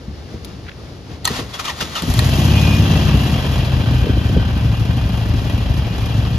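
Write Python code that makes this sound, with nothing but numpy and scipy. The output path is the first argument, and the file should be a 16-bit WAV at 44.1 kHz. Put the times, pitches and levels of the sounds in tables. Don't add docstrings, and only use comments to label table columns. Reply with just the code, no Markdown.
import sys
import numpy as np
from scipy import signal
from scipy.fft import rfft, irfft, next_fast_len
from scipy.io import wavfile
from scipy.ndimage import map_coordinates

SR = 44100
rng = np.random.default_rng(int(sys.argv[2]) if len(sys.argv) > 2 else 0)


def log_audio(samples):
    frames = np.atleast_2d(samples).T
    limited = np.clip(frames, -1, 1)
    pcm = np.round(limited * 32767).astype(np.int16)
    wavfile.write(sys.argv[1], SR, pcm)


N = 281358
TIME = np.arange(N) / SR
SIZE = next_fast_len(N + SR // 2, True)
HZ = np.fft.rfftfreq(SIZE, 1 / SR)

# (time [s], four-stroke cycle rate [1/s])
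ENGINE_SPEED = [(2.02, 8.42), (2.096, 9.12), (2.234, 14.43), (2.479, 17.09), (2.832, 17.82), (3.504, 14.97),
                (4.229, 12.63), (4.987, 12.35), (6.38, 12.44)]
# (time [s], hidden share [0-1])
HIDDEN_SHARE = [(2.2, 0.056), (3.15, 0.33), (3.7, 0.63), (4.55, 0.9), (5.1, 0.82), (6.3, 0.74)]
FIRING_CAMS = [(.13, 0.73), (.57, 0.8)]
VALVE_CAMS = [(.11, .9), (.44, 1), (.53, 0.36), (.7, .9), (.82, 0.77)]
CLATTER_LEVELS = {"rasp": (-29, 1.25, -3.5), "fins": (-30.5, 2, -6.5), "valves": (-34, -0.5, -13.5),
                  "ring": (-48, 2.5, 2.5), "clinks": (-41, -1.5, -12)}
# (frequency [Hz], relative level [dB])
RASP_SPECTRUM = [(210, -14), (350, -3.5), (449, -4.5), (640, -2), (746, -4), (1230, -8.5), (1410, -12),
                 (1570, -7.5), (2180, -17.5), (2320, -11.5), (2400, -15), (3120, -24), (5280, -120)]
# (frequency [Hz], relative level [dB])
CASE_SPECTRUM = [(1100, -33), (1850, -5.5), (2150, -13.5), (2550, -3.5), (2850, 0.5), (3200, 1),
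                 (3700, -3.5), (4500, -5.5), (5200, -5.5), (6500, -22), (11000, -85)]
# (frequency [Hz], width [Hz], relative level [dB])
FIN_MODES = [(1933, 31, -5), (2673, 17, 2.5), (2822, 16, 1), (2855, 40, -1.5), (3161, 44, -1),
             (3300, 17, -2), (3428, 41, -3), (3966, 47, -5.5)]
# (frequency [Hz], relative level [dB])
VALVE_SPECTRUM = [(3000, -39), (4500, -3.5), (6200, -4.5), (7000, -4.5), (8500, -14), (10000, -7),
                  (12500, -9.5), (14000, -16), (15700, -26)]
IDLE_RATE, FLARE_RATE = 12.5, 17


def engine():
    speed, = curves(ENGINE_SPEED)
    hidden, = curves(HIDDEN_SHARE)
    flare = np.clip((speed - IDLE_RATE) / (FLARE_RATE - IDLE_RATE), 0, 1)
    gain = {}
    for part, (idle_db, flare_db, hidden_db) in CLATTER_LEVELS.items():
        gain[part] = amp(idle_db + flare_db * flare + hidden_db * hidden)
    running = TIME > ENGINE_SPEED[0][0]
    turns = np.cumsum(speed * running) / SR + .007 * wobble(16)
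    firings = strikes(turns, FIRING_CAMS, scatter_db=1.5)
    taps = strikes(turns, VALVE_CAMS, scatter_db=3.5)

    rasping = bursts(firings + 1.5 * taps, decay=0.012, steady=1.7) * air()
    rasp = gain["rasp"] * coloured(rasping, RASP_SPECTRUM)
    blows = bursts(taps + .7 * firings, decay=.008, steady=1.3)
    knocking = tappets(turns, decay=.02, steady=.8, scatter_db=2)
    cases = gain["fins"] * amp(-2.5) * coloured(knocking, CASE_SPECTRUM)
    fins = gain["fins"] * amp(-2.5) * ringing(blows * air(), FIN_MODES)
    ring = gain["ring"] * ringing(blows * air(), [(2462, 9, 0), (2433, 9.8, -1)])
    loose = gain["clinks"] * unit(clinks(taps + firings, centre_hz=2400, spread=.36, t60=.04))
    ticking = tappets(turns, decay=.014, steady=1.1, scatter_db=3)
    valves = gain["valves"] * amp(1.1 * wobble(9)) * coloured(ticking, VALVE_SPECTRUM)

    clatter = rasp + cases + fins + ring + loose + singing(blows) + valves
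    vigour = np.minimum(speed / 15, 1)
    return running * (exhaust(turns, firings, speed, flare) + vigour * clatter)


# (cycle rate [1/s], level before receding [dB])
BOOM_LEVEL = [(12.5, -14), (14.8, -16), (17.3, -14)]
# (multiple of the cycle rate [1], relative level [dB])
IDLE_HARMONICS = [(3, -16.5), (4, -7.5), (5, -2), (6, -2.5), (7, -29), (8, -5.5), (9, 1.5), (10, -16),
                  (11, -12.5), (12, -17), (13, -18.5), (14, -22), (15, -13)]
# (multiple of the cycle rate [1], relative level [dB])
FLARE_HARMONICS = [(3, -9), (4, -0.5), (5, 0.5), (6, 1), (7, -10), (8, -5), (9, 0), (10, -14), (11, -51),
                   (12, -6), (13, -7), (14, -18), (15, -17)]
# (frequency [Hz], relative level [dB])
RUMBLE_SPECTRUM = [(20, -40.5), (35, -35.5), (50, -4.5), (75, -5), (120, -3), (170, -11.5), (300, -24.5),
                   (700, -67.5)]
# (frequency [Hz], relative level [dB])
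BARK_SPECTRUM = [(100, -34.5), (160, -1), (195, -1.5), (260, -2.5), (310, -8.5), (380, -21.5), (560, -26.5),
                 (850, -38.5), (2000, -74)]
# (delay [s], gain [relative])
WALL_ECHOES = [(0.0172, 0.36), (0.025, 0.26)]
BARK_DB, BARK_FLARE_DB = -25.5, 0.8
BOOM_RECEDE_DB_PER_S, BARK_RECEDE_DB_PER_S = -1.28, -1.5
PIPE_DELAY = .06
CATCH_RISE_S = 0.066


def exhaust(turns, firings, speed, flare):
    age = np.maximum(TIME - ENGINE_SPEED[0][0], 0)
    boom_db = along(BOOM_LEVEL, speed) + BOOM_RECEDE_DB_PER_S * age
    bark_db = BARK_DB + BARK_FLARE_DB * flare + BARK_RECEDE_DB_PER_S * age

    boom = np.zeros(N)
    for (k, idle_db), (_, flare_db) in zip(IDLE_HARMONICS, FLARE_HARMONICS):
        pair = sum(size * np.exp(-2j * np.pi * k * place) for place, size in FIRING_CAMS)
        lag = 0.0602 * k * k
        phase = 2 * np.pi * k * (turns - PIPE_DELAY) + np.angle(pair) - lag
        boom += amp(idle_db + flare * (flare_db - idle_db)) * np.cos(phase)
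    boom = unit(boom * amp(1.8 * wobble(26)))

    gusts = bursts(firings, decay=.014, steady=.4) * air()
    rumble = amp(-3.5 - 2 * flare + 0.93 * wobble(12)) * coloured(gusts, RUMBLE_SPECTRUM)

    puffs = bursts(firings, decay=.014, steady=.4) * air()
    gas = unit(firings / np.sqrt(speed)) + .5 * puffs
    hot = [(1.15 * hz, db) for hz, db in BARK_SPECTRUM]
    cool_share = np.sqrt(1 - flare)
    bark = cool_share * coloured(gas * cool_share, BARK_SPECTRUM) + flare * coloured(gas, hot)
    bark = unit(filtered(bark, wall_response))

    caught = 1 - np.exp(-age / CATCH_RISE_S)
    return caught ** 2 * amp(boom_db) * (boom + rumble) + amp(bark_db) * bark


def wall_response(hz):
    return 1 + sum(gain * np.exp(-2j * np.pi * hz * delay) for delay, gain in WALL_ECHOES)


def tappets(turns, decay, steady, scatter_db):
    t = TIME[:SR // 8]
    grain, out = air(), np.zeros((2, N))
    for k, cam in enumerate(VALVE_CAMS + FIRING_CAMS):
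        answer = grain[:, k * len(t):][:, :len(t)] * np.exp(-t / decay)
        out += signal.oaconvolve(strikes(turns, [cam], scatter_db)[None], answer, axes=1)[:, :N]
    return unit(unit(out) + steady * air())


# (centre time [s], length [s], clean tone level [dB], rattling ring level [dB],
#  frequency at the centre [Hz], glide [Hz/s])
SINGING_PARTS = [(2.661, 0.25, -29.5, -41, 2461, -22), (2.66, 0.28, -36, -43, 2440, -24),
                 (2.72, 0.32, -36, -50, 2811, 18), (2.874, 0.41, -39, -48, 2666, 16),
                 (2.75, 0.68, -57, -44.5, 6190, 0), (2.68, .3, -46, -43.5, 5400, 0),
                 (4.2, 0.75, -45, -41.5, 3090, -62), (4.25, 1, -45, -39.5, 1525, -38.5)]


def singing(blows):
    out, shaking = np.zeros((2, N)), blows * air()
    for s, length, tone_db, ring_db, hz, glide in SINGING_PARTS:
        t = TIME - s
        waver = .8 * wobble(22)
        tone = amp(tone_db) * np.sin(2 * np.pi * t * (hz + glide * t / 2) + waver)
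        ring = amp(ring_db) * ringing(shaking, [(hz, 40, 0)])
        swell = np.exp(-(2 * t / length) ** 4)
        out += swell * (tone + ring)
    return out


# (peak time [s], surge level [dB], decay [s], squeal frequency [Hz], squeal sag [Hz/s],
#  squeal level [dB], housing ring frequency [Hz], housing ring level [dB])
LOAD_SURGES = [(1.542, -25, 0.013, 1260, 2000, -23, 3370, -2),
               (1.599, -21.5, 0.011, 1263, 4500, 0.5, 2440, -7),
               (1.657, -23, 0.024, 1300, 2500, -4, 2400, -6),
               (1.683, -23, 0.013, 1127, 11100, 2.5, 3070, -2), (1.699, -26.5, .012, 962, 7000, 5, 1900, 4),
               (1.811, -17.5, 0.0094, 1360, 8050, -3, 2860, -17),
               (1.826, -27.5, 0.02, 930, 6070, -10, 5460, -5),
               (1.957, -26, 0.0066, 3050, 5000, 4, 3050, -4), (1.964, -21, .011, 1320, 5000, 1.5, 2840, -3),
               (1.986, -25, 0.012, 1257, 2000, -1.5, 3570, -1)]
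# (frequency [Hz], relative level [dB])
WHIRR_SPECTRUM = [(180, -13.5), (300, -6), (509, -15), (590, -5), (1280, -3.5), (1670, -8), (1870, -3.5),
                  (2170, -9), (3570, -5), (6360, -12.5), (8140, -15), (12100, -23.5), (15500, -33)]
# (frequency [Hz], width [Hz], relative level [dB])
HOUSING_MODES = [(890, 110, -13), (1290, 76, 2), (1840, 44, -11), (2480, 39, 0), (2820, 44, 9),
                 (3190, 160, -3), (3520, 120, 0), (5720, 770, -5)]
CRANK_FROM_S, CRANK_TO_S, CRANK_RELEASE_S = 1.25, 2.25, 0.047
CRANK_DB, CRANK_GROWS_DB_PER_S = -35.5, 12.5
SPIN_UP_HOLD_S, SPIN_UP_DB, SPIN_UP_RELEASE_S = 0.15, -26.5, 0.031
SURGE_RISE = 0.47


def starter():
    spin_up = amp(SPIN_UP_DB) * held(CRANK_FROM_S, CRANK_FROM_S + SPIN_UP_HOLD_S, SPIN_UP_RELEASE_S)
    since_midway = np.minimum(TIME, CRANK_TO_S) - (CRANK_FROM_S + CRANK_TO_S) / 2
    crank_db = CRANK_DB + CRANK_GROWS_DB_PER_S * since_midway
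    cranking = amp(crank_db) * held(CRANK_FROM_S, CRANK_TO_S, CRANK_RELEASE_S)

    load, squeal = np.zeros(N), np.zeros(N)
    waver, shudder = .6 * wobble(300), .9 * wobble(260)
    for s, db, decay, hz, sag, squeal_db, ring_hz, ring_db in LOAD_SURGES:
        t = TIME - s
        surge = amp(db) * np.exp(-np.maximum(-t / SURGE_RISE, t) / decay)
        load += surge
        slowing = 2 * np.pi * t * (hz - sag * t / 2)
        squeal += surge * amp(squeal_db) * np.sin(slowing + waver)
        squeal += surge * amp(ring_db) * np.sin(2 * np.pi * ring_hz * t + shudder)

    tooth_rate = 310 * amp(1.5 * wobble(40))
    teeth = strikes(np.cumsum(tooth_rate) / SR, [(0.0077, 1)], scatter_db=2.5)
    chatter = bursts(teeth, decay=0.003, steady=.5)
    whirr_level = np.maximum(spin_up, cranking) + amp(-2) * load
    whirr = coloured(chatter * air() * whirr_level, WHIRR_SPECTRUM)
    effort = load + .5 * spin_up
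    housing = amp(-8) * ringing(effort * chatter * air(), HOUSING_MODES)
    rattle = amp(-13.5) * clinks(unit(teeth) * effort, centre_hz=2700, spread=.55, t60=.035)
    return whirr + housing + squeal + rattle


# (frequency [Hz], level [dB], t60 [s])
PLUNGER_MODES = [(950, -10, 0.015), (1276, -21.5, 0.13), (3410, -21, 0.071), (4330, -0.5, 0.016),
                 (6210, -11.5, 0.044), (6700, -14, 0.027), (7500, -7, .022)]
SLAM_S, SLAM_DB, SLAM_ATTACK_S = 1.2522, -1, 0.0013


def solenoid_slam():
    return sum(amp(SLAM_DB + db) * damped(SLAM_S, t60, hz, SLAM_ATTACK_S) for hz, db, t60 in PLUNGER_MODES)


# (time [s], crack level [dB], t60 [s], pinion ring level [dB])
STEEL_CLACKS = [(1.2455, -26, 0.066, -27), (1.2531, -7.5, 0.015, -28), (1.2753, -13.5, 0.026, -11.5),
                (2.021, -20, 0.03, -40), (2.139, -17.5, 0.015, -25), (2.1913, -13, 0.026, -11)]
# (frequency [Hz], relative level [dB])
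CRACK_SPECTRUM = [(300, -26), (850, -3), (1400, 0), (1900, -7), (2600, -5), (3500, 2.5), (4450, 2),
                  (5300, -8), (6400, -11), (7500, 4), (11000, -5.5), (15500, -11)]
# (frequency [Hz], width [Hz], relative level [dB])
PINION_MODES = [(915, 130, -1), (1865, 81, 4.5), (2500, 71, -2.5), (3500, 260, -14), (4240, 190, -2)]


def steel_clacks():
    crack = sum(amp(db) * fading(s, t60) for s, db, t60, _ in STEEL_CLACKS)
    ring = sum(amp(db) * fading(s, t60) for s, _, t60, db in STEEL_CLACKS)
    return coloured(air() * crack, CRACK_SPECTRUM) + ringing(air() * ring, PINION_MODES)


# (time [s], level [dB], t60 [s])
SHARP_TICKS = [(0.447, -28, 0.035), (4.968, -37, 0.12), (5.09, -37, .05), (5.287, -40, 0.078),
               (5.497, -39, .06), (5.578, -36, .05), (5.737, -39, .04), (5.774, -36, 0.065),
               (6.058, -31.5, 0.067)]
# (frequency [Hz], relative level [dB])
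TICK_SPECTRUM = [(1500, -9), (4500, 5), (7000, -4), (11000, 0), (15500, -13)]


def sharp_ticks():
    tick = sum(amp(db) * fading(s, t60) for s, db, t60 in SHARP_TICKS)
    return coloured(air() * tick, TICK_SPECTRUM)


# (time [s], thump level [dB], t60 of all but the swoop [s], hollow ring level [dB], boom frequency [Hz])
DULL_THUMPS = [(0.08, -23.5, 0.26, -49, 74.6), (0.336, -26, 0.2, -27, 130), (1.303, -21.5, 0.21, -24, 127),
               (1.389, -23, 0.34, -24.5, 105.4), (1.819, -25, 0.29, -27, 97), (2.021, -20, 0.062, -28, 182),
               (2.079, -10, 0.079, -32, 66), (3.138, -9, 0.16, -22, 108), (4.04, -10.5, 0.074, -25.5, 100),
               (4.067, -16, 0.11, -17, 89), (4.092, -14, 0.071, -18, 110), (4.169, -14, 0.13, -21, 88.5),
               (4.208, -17.5, 0.092, -40, 88), (4.295, -17, 0.071, -18.5, 105),
               (4.339, -11.5, 0.22, -35, 100), (4.365, -8, 0.11, -13.5, 121), (5.338, -10, 0.13, -39, 82),
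               (5.869, -13.5, 0.095, -33, 69)]
# (frequency [Hz], relative level [dB])
KNOCK_SPECTRUM = [(25, -25), (70, 6.5), (130, 1), (250, -1), (450, -21), (800, -42), (2000, -65)]
# (frequency [Hz], relative level [dB])
HOLLOW_SPECTRUM = [(150, -30), (330, 9), (480, 8), (620, -2.5), (900, -18), (2000, -46)]
BOOM_TRIM_DB, RUSH_TRIM_DB = -1, -2
SWOOP_HZ, SWOOP_S, SWOOP_DB = 600, .006, 8


def dull_thumps():
    rush, hollow, tones = np.zeros(N), np.zeros(N), np.zeros(N)
    for s, db, t60, hollow_db, hz in DULL_THUMPS:
        fall = fading(s, t60)
        rush += amp(db + RUSH_TRIM_DB) * fall
        hollow += .5 * amp(hollow_db) * fall
        tones += amp(db + BOOM_TRIM_DB) * damped(s, t60, hz, attack=0.0038)
        tones += amp(hollow_db + SWOOP_DB) * damped(s, 0.059, hz, attack=0.0038, swoop_hz=SWOOP_HZ)
    return coloured(air() * rush, KNOCK_SPECTRUM) + coloured(air() * hollow, HOLLOW_SPECTRUM) + tones


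# (time [s], level [dB])
GRIT_SNAPS = [(0.694, -27), (.716, -30.5)]


def scuff():
    stroke = amp(-37.5 + 4.5 * wobble(110.8)) * np.exp(-np.abs(TIME - .688) / 0.016)
    stroke += sum(amp(db) * fading(s, t60=0.015) for s, db in GRIT_SNAPS)
    return coloured(stroke * air(), [(600, -31), (1500, 2.5), (2500, -3), (4000, -11), (8000, -36)])


# (frequency [Hz], relative level [dB])
YARD_SPECTRUM = [(20, -31), (49, -7), (71, -1), (202, -11), (404, -15), (927, -26.5), (1540, -28),
                 (2430, -32.5), (2850, -31), (5140, -32), (8320, -46), (9020, -42.5), (15000, -59.5)]


def yard():
    return amp(-33 + 1.5 * wobble(15)) * coloured(air(), YARD_SPECTRUM)


# (frequency [Hz], correlation [-1 to 1])
STEREO_LIKENESS = [(60, 0.97), (150, 0.9), (380, 0.82), (950, 0.62), (2500, 0.56), (4000, 0.39),
                   (5200, 0.076), (7000, 1), (12000, 1)]


def air():
    likeness = np.clip(along(STEREO_LIKENESS, HZ), -1, 1)
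    white = rng.standard_normal((2, 2 * len(HZ))).view(complex)
    shares = np.sqrt(SIZE * np.array([1 + likeness, 1 - likeness])) / 2
    mid, side = irfft(white * shares, SIZE)[:, :N]
    return np.array([mid + side, mid - side])


def amp(db):
    return 10 ** (np.asarray(db) / 20)


def unit(x):
    return x / np.sqrt(np.mean(x ** 2) + 1e-20)


def along(points, hz):
    f, v = np.transpose(points)
    return np.interp(np.log(hz + 1), np.log(f + 1), v)


def curves(rows):
    s, *cols = np.transpose(rows)
    return [np.interp(TIME, s, c) for c in cols]


def wobble(rate):
    return map_coordinates(rng.standard_normal(int(N * rate / SR) + 4), [TIME * rate])


def filtered(x, response):
    return irfft(rfft(x, SIZE) * response(HZ), SIZE)[..., :N]


def coloured(x, spectrum):
    size = 16384
    magnitude = amp(along(spectrum, np.fft.rfftfreq(size, 1 / SR)))
    cepstrum = irfft(np.log(magnitude + 1e-6))
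    cepstrum[1:size // 2] *= 2
    cepstrum[size // 2 + 1:] = 0
    kernel = irfft(np.exp(rfft(cepstrum)))
    return signal.fftconvolve(np.atleast_2d(x), kernel[None] / np.linalg.norm(kernel), axes=1)[:, :N]


def ringing(x, modes):
    def response(f):
        total = 0
        for k, (centre, width, db) in enumerate(modes):
            damping = 1j * f * width
            total = total + (-1) ** k * amp(db) * damping / (centre * centre - f * f + damping)
        return total / np.sqrt(np.mean(np.abs(total) ** 2))
    return filtered(x, response)


def strikes(turns, cams, scatter_db):
    out = np.zeros(N)
    for place, size in cams:
        at = np.flatnonzero(np.diff(np.floor(turns - place)) > 0)
        out[at] += size * amp(scatter_db * rng.standard_normal(len(at)))
    return out


def bursts(hits, decay, steady):
    dying = signal.lfilter([1], [1, -np.exp(-1 / (decay * SR))], hits)
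    return unit(steady + unit(dying))


def clinks(hits, centre_hz, spread, t60):
    at = np.flatnonzero(hits)
    t = np.arange(SR // 25) / SR
    hz = np.minimum(centre_hz * np.exp(spread * rng.standard_normal((len(at), 1))), SR / 3)
    decay = amp(-60 * t / t60)
    notes = hits[at, None] * np.sin(2 * np.pi * hz * t) * decay * np.sqrt(2) / np.linalg.norm(decay)
    return np.bincount((at[:, None] + np.arange(len(t))).ravel(), notes.ravel(), N)[:N]


def fading(s, t60):
    out, start = np.zeros(N), round(s * SR)
    span = slice(start, start + SR // 2)
    out[span] = amp(-60 * (TIME[span] - s) / t60)
    return out


def held(start, end, release):
    return (TIME > start) * np.exp(-np.maximum(TIME - end, 0) / release)


def damped(s, t60, hz, attack, swoop_hz=0):
    out, start = np.zeros(N), round(s * SR)
    t = TIME[:min(SR // 2, N - start)]
    cycles = hz * t - swoop_hz * SWOOP_S * np.expm1(-t / SWOOP_S)
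    out[start:start + len(t)] = np.sin(2 * np.pi * cycles) * amp(-60 * t / t60) * (1 - np.exp(-t / attack))
    return out


def scene():
    contacts = solenoid_slam() + steel_clacks() + sharp_ticks() + dull_thumps()
    return engine() + starter() + contacts + scuff() + yard()


# (frequency [Hz], left minus right [dB])
PORT_LEVELS = [(60, 1.5), (250, 1.5), (600, 3), (2400, 0), (4600, 5), (6500, 0.6), (15000, -0.5)]
# (frequency [Hz], left lead [rad])
PORT_PHASES = [(1100, 0), (1520, -2), (1800, -1), (3200, 1), (5000, 0.6), (5900, -1.1), (6800, -1),
               (7800, -3), (9200, -3.5), (10800, -5), (13200, -7), (14600, -9.5)]
TOP_HZ = 15750


def record(dry):
    def ports(hz):
        half = amp(along(PORT_LEVELS, hz) / 2) * np.exp(.5j * along(PORT_PHASES, hz))
        return np.array([half, 1 / half])
    x = filtered(dry, ports)
    x = x / (1 + np.abs(x / .92) ** 6) ** (1 / 6)
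    return filtered(x, lambda hz: np.clip((TOP_HZ - hz) / 400 + .5, 0, 1))


dry = scene()
out = record(dry)
log_audio(out)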